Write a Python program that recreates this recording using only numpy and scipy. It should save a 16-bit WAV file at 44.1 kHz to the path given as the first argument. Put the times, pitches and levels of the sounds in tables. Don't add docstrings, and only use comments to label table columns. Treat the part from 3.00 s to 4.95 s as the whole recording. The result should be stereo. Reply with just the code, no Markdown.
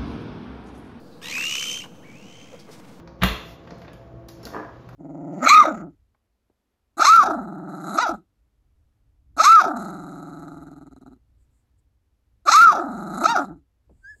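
import sys
import numpy as np
from scipy import signal
from scipy.fft import rfft, irfft
from scipy.io import wavfile
from scipy.ndimage import uniform_filter1d

SR = 44100
rng = np.random.default_rng(int(sys.argv[2]) if len(sys.argv) > 2 else 0)


def put_to_file(sound):
    columns = np.atleast_2d(sound).T
    safe = np.clip(columns, -1, 1)
    whole_steps = np.round(safe * 32767)
    wavfile.write(sys.argv[1], SR, whole_steps.astype(np.int16))


def rack_gain(trim_db):
    fader = np.asarray(trim_db, float)
    return 10 ** (fader / 20)


N = 85995


def gain_at(points, hz):
    f, db = np.transpose(points)
    return rack_gain(np.interp(np.log(hz + 1), np.log(f + 1), db))


def evened(x):
    return x / np.sqrt(np.mean(x ** 2) + 1e-20)


def colour(x, points):
    hz = np.fft.rfftfreq(2 * N, 1 / SR)
    return irfft(rfft(x, 2 * N) * gain_at(points, hz))[..., :N]


def train(start_s, level_db):
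    x = np.zeros(N)
    np.add.at(x, (np.asarray(start_s) * SR).astype(int), rack_gain(level_db))
    return x


def ring(x, modes, contact_s=0.0009, order=1):
    t = np.arange(SR // 2) / SR
    tap = sum(rack_gain(db - 60 * t / t60) * np.sin(2 * np.pi * hz * t) for hz, db, t60 in modes)
    tap = tap * (1 - np.exp(-t / contact_s)) ** order
    return signal.fftconvolve(x, tap / abs(tap).max())[:N]


def strikes(start_s, level_db, modes, contact_s):
    spread = 0.05
    shift = 1 + spread * rng.uniform(-1.14, 1, (len(start_s), len(modes), 1)) * [1, 0, 0]
    hits = zip(start_s, level_db, shift)
    return sum(ring(train([s], [db]), modes * factor, contact_s) for s, db, factor in hits)


def crack(points, t60, peak_hz, peak_db, bright_db):
    t, hz = np.arange(2048) / SR, np.fft.rfftfreq(2048, 1 / SR)
    favoured = peak_db * np.exp(-(np.log2(hz / peak_hz + 1e-9) / 0.63) ** 2)
    treble = bright_db * np.clip(hz / 9000, 0, 1) ** 2
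    x = irfft(rfft(rng.standard_normal(2048)) * gain_at(points, hz) * rack_gain(favoured + treble))
    x = x * rack_gain(-60 * t / t60) * (1 - np.exp(-t / 0.00015))
    return x / abs(x).max()


def cracks(start_s, level_db, points, t60, peaks_hz=1000, peak_db=0, brights_db=0):
    out = 0
    for s, db, peak_hz, bright_db in np.broadcast(start_s, level_db, peaks_hz, brights_db):
        burst = crack(points, t60, peak_hz, peak_db, bright_db)
        out = out + signal.fftconvolve(train([s], [db]), burst)[:N]
    return out


def far_hits(start_s, level_db, points, bright_db=0):
    sign = rng.choice([-1., 1.], N)
    dull = colour(train(start_s, level_db) * sign, points)
    bright = colour(train(start_s, level_db + bright_db) * sign, points)
    x = uniform_filter1d(dull - bright, size=5) + bright
    return x / abs(dull).max() * rack_gain(max(level_db))


# start_s, level_db, thud_db of the counter, bright_db
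SET_DOWN_HITS = [(0.2133, -36, -50.5, -21), (0.2185, -19.5, -25, -20.5), (0.2223, -16, -36, -18.5),
                 (.2270, -22.5, -15, -8), (0.2350, -12, -23.5, 2), (0.2363, -7.5, -18, -0.5),
                 (.2420, -31.5, -11, 12), (0.2447, -17, -49, -10), (0.2528, -30, -20, -6.5),
                 (0.258, -25, -52, -5), (.263, -29, -52, 2), (.272, -23.5, -40, -3), (.286, -21, -33, -4),
                 (0.311, -35, -20.5, -4), (0.334, -31, -37.5, -2), (.385, -47.5, -33, 3)]
# freq_hz, level_db
EDGE_COLOUR = [(200, -34.5), (700, 2), (1400, 1.5), (2500, -1.5), (3900, 1), (4900, -16.5), (7500, -15.5),
               (12000, -14)]
# pitch_hz, level_db, t60_s
SHELL_MODES = [(690, 5, 0.034), (845, -3, 0.023), (925, -1.5, 0.021), (1214, -2, 0.024), (1420, 2, 0.023),
               (1600, 4, 0.03), (1880, 19.5, 0.011), (2913, 5, 0.036), (4096, -2, 0.01),
               (3934, -10.5, 0.016), (4350, -20.5, 0.016)]
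# pitch_hz, level_db, t60_s
SNAP_MODES = [(1250, -5, 0.005), (1600, 0, .0028)]
# pitch_hz, level_db, t60_s
COUNTER_MODES = [(59.2, -2.5, 0.24), (86.6, -6, 0.068), (113.7, -0.5, 0.044), (190.6, -4, 0.086),
                 (236, -17.5, 0.16), (372.5, -11.5, 0.033), (431.3, -20, 0.32)]


def set_down():
    s, db, thud_db, bright_db = np.transpose(SET_DOWN_HITS)
    edge = cracks(s, db - 0.5, EDGE_COLOUR, 0.024, brights_db=bright_db)
    far_edge = far_hits(s, db, EDGE_COLOUR, bright_db)
    snap = ring(train([0.23352], [-7.5]), SNAP_MODES, 0.0014, order=2)
    shell = strikes(s, db - 4.0, SHELL_MODES, 0.0007) - snap
    first_rock = ring(train([0.2205], [-18]), COUNTER_MODES[3:4], 0.0056)
    thud = ring(train(s, thud_db), COUNTER_MODES, 0.00092) + first_rock
    return edge, far_edge, shell, -thud


# start_s, level_db
RIM_TICKS = [
    (0.2331, -24),
    (0.2348, -29),
]


def rim_ticks():
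    s, db = np.transpose(RIM_TICKS)
    return cracks(s, db, CLICK_COLOUR, 0.0082)


# start_s, level_db, pitch_hz, thud_db, bright_db
KNOCKS = [(0.075, -39, 4600, -62, -12.5), (.6740, -38, 2740, -46, -15), (0.7064, -36, 5000, -52, -17),
          (0.721, -46, 800, -29.5, -17), (0.782, -52.5, 6280, -64, 11), (.745, -54, 4520, -62, -10),
          (.818, -40.5, 2800, -57, -14), (.848, -44.5, 2200, -63, -16), (0.8800, -37.5, 2870, -54, -28),
          (0.9321, -44, 2900, -36, 9.5), (1.141, -60, 1000, -37.5, -4), (1.288, -44.5, 2300, -56, -1),
          (1.434, -45, 596, -37, -12), (1.4601, -54, 500, -33.5, -9), (1.4686, -34, 500, -29.5, -16),
          (1.8896, -39, 1600, -68, 5.5), (1.93, -45, 1130, -63, 0)]
# freq_hz, level_db
KNOCK_COLOUR = [(150, -6), (500, 9), (1500, 6), (3000, -13), (5000, -8), (7400, -15), (12000, -20.5)]
# pitch_hz, level_db, t60_s
BOWL_MODES = [(195, -2.5, 0.067), (248.5, 5, 0.028), (440, 4.5, 0.029)]


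def handling():
    s, db, peak_hz, thud_db, bright_db = np.transpose(KNOCKS)
    knock = cracks(s, db + 2.0, KNOCK_COLOUR, 0.035, peak_hz, 9.4, bright_db)
    return knock, ring(train(s, thud_db), BOWL_MODES, 0.0012)


# start_s, level_db
CLICKS = [(1.2851, -33), (1.2878, -32), (1.2896, -41), (1.2924, -41), (1.4298, -39.5), (1.4522, -28),
          (1.4532, -26), (1.4572, -32), (1.4638, -40), (1.471, -46)]
# freq_hz, level_db
CLICK_COLOUR = [(500, -10), (2000, -8), (3500, 0), (5000, 5.5), (7000, -1), (11000, -1), (14000, -2),
                (16500, 1.5)]
# pitch_hz, level_db, t60_s
LATCH_MODES = [(4040, 4.5, 0.036), (4670, 7.5, 0.016), (5930, 5.5, 0.014), (5730, 1, 0.0082),
               (7430, 4, .01), (11150, -4, 0.0053), (12300, 2, .008), (13460, -9, .008)]
# pitch_hz, level_db, t60_s
SPRING_MODES = [(5420, 3, .07), (6900, -4, .06), (7030, -15, .05), (8300, -3, .03), (11100, -8, 0.091),
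                (15300, -14, 0.032)]


def latch():
    s, db = np.transpose(CLICKS)
    ticks = cracks(s, db - 3.0, CLICK_COLOUR, 0.012)
    stiff = strikes(s, db - 10.0, LATCH_MODES, 0.00025)
    ping = ring(train([1.4308], [-47.5]), SPRING_MODES, 0.0054)
    return ticks + stiff + ping, far_hits(s, db, CLICK_COLOUR)


# start_s, tick_db, weight_db
SLIPS = [(1.504, -37.5, -31), (1.518, -36.5, -28), (1.526, -37, -25), (1.5359, -27, -24),
         (1.5464, -21, -21.5), (1.5551, -24.5, -20), (1.5645, -18.5, -18), (1.576, -30.5, -31),
         (1.5831, -31.5, -25), (1.5874, -31, -31), (1.5928, -46, -26), (1.5985, -27, -31),
         (1.604, -42, -21.5), (1.6164, -38, -33), (1.623, -31.5, -37), (1.634, -34, -40), (1.649, -33, -33),
         (1.668, -48, -45), (1.69, -40, -37), (1.713, -44.5, -33)]
# freq_hz, level_db
FOOT_COLOUR = [(150, -15), (400, 10), (1200, 2), (1900, -9), (2600, -25), (3500, -46), (8000, -69)]
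# pitch_hz, level_db, t60_s
BASE_MODES = [(240, -12, 0.034), (317, -1, 0.059), (453, 5.5, 0.026), (540, -2, 0.017), (647, -0.5, 0.033),
              (800, -18, 0.071), (834, 2, 0.013), (982, 2, 0.029), (1160, 5.5, 0.016), (1387, -0.5, 0.016),
              (1700, -1, 0.023), (1940, -13, 0.0064)]


def stutter():
    s, db, weight_db = np.transpose(SLIPS)
    settle_s = 0.0017
    upper = strikes(s, db - 4.5, BASE_MODES[5:], 0.00074)
    rubber = cracks(s, db - 7.0, FOOT_COLOUR, 0.027)
    weight = strikes(s + settle_s, weight_db - 5.5, BASE_MODES[:5], 0.00097)
    return upper + rubber - weight


# start_s, level_db
RUSTLE_LEVEL = [(0.0, -58), (0.173, -80.5), (0.233, -36), (0.384, -51.5), (0.532, -59), (0.77, -55.5),
                (1.096, -64), (1.34, -69.5), (1.472, -49), (1.51, -56.5), (1.716, -59), (1.95, -58.5)]
# freq_hz, level_db
RUB_COLOUR = [(300, 12), (800, 6.5), (2000, -5.5), (4000, -11.5), (7000, -20.5), (12000, -32)]


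def rustle():
    s, db = np.transpose(RUSTLE_LEVEL)
    grain_db = 12 * uniform_filter1d(rng.exponential(1, N), 60)
    grains = rng.standard_normal((2, N)) * rack_gain(grain_db)
    level = rack_gain(np.interp(np.arange(N) / SR, s, db) + 5.0)
    return level * evened(colour(grains, RUB_COLOUR))


# start_s, length_s, level_db
SWISHES = [
    (0.394, 0.2, -56.5),
    (0.752, 0.13, -69.5),
]


def swishes():
    t = np.arange(N) / SR
    shape = 0
    for s, length_s, db in SWISHES:
        shape = shape + rack_gain(db) * np.sin(np.pi * np.clip((t - s) / length_s, 0, 1)) ** 2
    return shape * evened(colour(rng.standard_normal((2, N)), CLICK_COLOUR))


# freq_hz, level_db per hertz
AIR_COLOUR = [(30, -25.5), (130, -4), (200, -8), (650, -14), (900, -20.5), (1500, -26.5), (4000, -52),
              (12000, -60)]
# pitch_hz, width_hz, level_db
HUM_LINES = [(59.4, 39, -52), (120.9, 9, -50), (167.5, 3.5, -55.5), (335.5, 5.55, -56), (490.7, 57, -64.5),
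             (535.4, 17, -60), (671, 10, -58), (1112, 56, -67)]


def kitchen_air():
    out = rack_gain(-45 - 5.5) * evened(colour(rng.standard_normal((2, N)), AIR_COLOUR))
    steady = 0.71
    for hz, width_hz, db in HUM_LINES:
        r = np.exp(-np.pi * width_hz / SR)
        z = rng.standard_normal((2, N + SR)) + 1j * rng.standard_normal((2, N + SR))
        z = signal.lfilter([1], [1, -2 * r, r * r], z)[:, SR:]
        waver = evened(z.real) + 1j * evened(z.imag)
        carrier = np.exp(2j * np.pi * hz * np.arange(N) / SR)
        out = out + rack_gain(db) * evened(((waver + steady) * carrier).real)
    return out


# freq_hz, t60_s
ROOM_DECAY = [(40, .12), (90, .22),
              (300, 0.23), (1000, 0.51), (3000, 0.58), (7000, 0.53), (14000, 0.32)]


def room():
    taps = np.zeros((2, SR))
    at = np.arange(120, SR - 20, 20) + rng.integers(0, 20, (2, (SR - 121) // 20))
    np.put_along_axis(taps, at, rng.choice([-1., 1.], at.shape), 1)
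    hz, t, z = signal.stft(taps, SR, nperseg=1024)
    f, t60 = np.transpose(ROOM_DECAY)
    band_t60 = np.interp(np.log(hz + 1), np.log(f), t60)[:, None]
    tail = signal.istft(z * rack_gain(-60 * t / band_t60), SR, nperseg=1024)[1][:, :SR]
    tail = tail * (np.arange(SR) > 120)
    return tail / np.linalg.norm(tail[0])


# freq_hz, level_db
DIFFUSE_GAP = [(7600, 0), (7900, -45), (9500, -32), (9800, -3), (14800, 3), (15300, -38)]
# freq_hz, level_db
MID_COLOUR = [(28, -17), (48, 0), (6500, 2), (7700, -2.5), (7900, -9), (9450, -11.5), (9800, 2.5),
              (15200, -1), (16500, -25)]
# freq_hz, level_db
SIDE_COLOUR = [(20, -48), (60, -15), (150, -18.5), (350, 1), (5000, 3), (10800, 4), (11500, -27),
               (13700, -39.5), (14100, -2.5)]


def scene():
    edge, far_edge, shell, thud = set_down()
    knock, bump = handling()
    tick, far_tick = latch()
    slip = stutter()
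    near = edge + shell + thud + knock + bump + tick + rim_ticks() + slip
    wet = rack_gain(-11.0) * edge + rack_gain(8.0) * far_edge + rack_gain(-9.5) * shell + rack_gain(-4.0) * thud
    wet = wet + rack_gain(-2.5) * knock + rack_gain(-6.0) * bump + rack_gain(8.0) * far_tick + rack_gain(-3.0) * slip
    around = signal.fftconvolve(wet[None], room(), axes=1)[:, :N]
    around = around + rustle() + swishes() + kitchen_air()
    late = signal.hilbert(near).imag
    mid = colour(colour(around[0], DIFFUSE_GAP) + near, MID_COLOUR)
    side = colour(around[1] + rack_gain(-3.0) * late, SIDE_COLOUR)
    return np.array([mid + side, mid - side])


def top_cut(x):
    return signal.sosfilt(signal.butter(12, 16470, fs=SR, output="sos"), x)


def record(dry):
    ceiling = 0.9
    held = dry / (1 + (dry / ceiling) ** 6) ** (1 / 6)
    return top_cut(held)


dry = scene()
out = record(dry)
put_to_file(out)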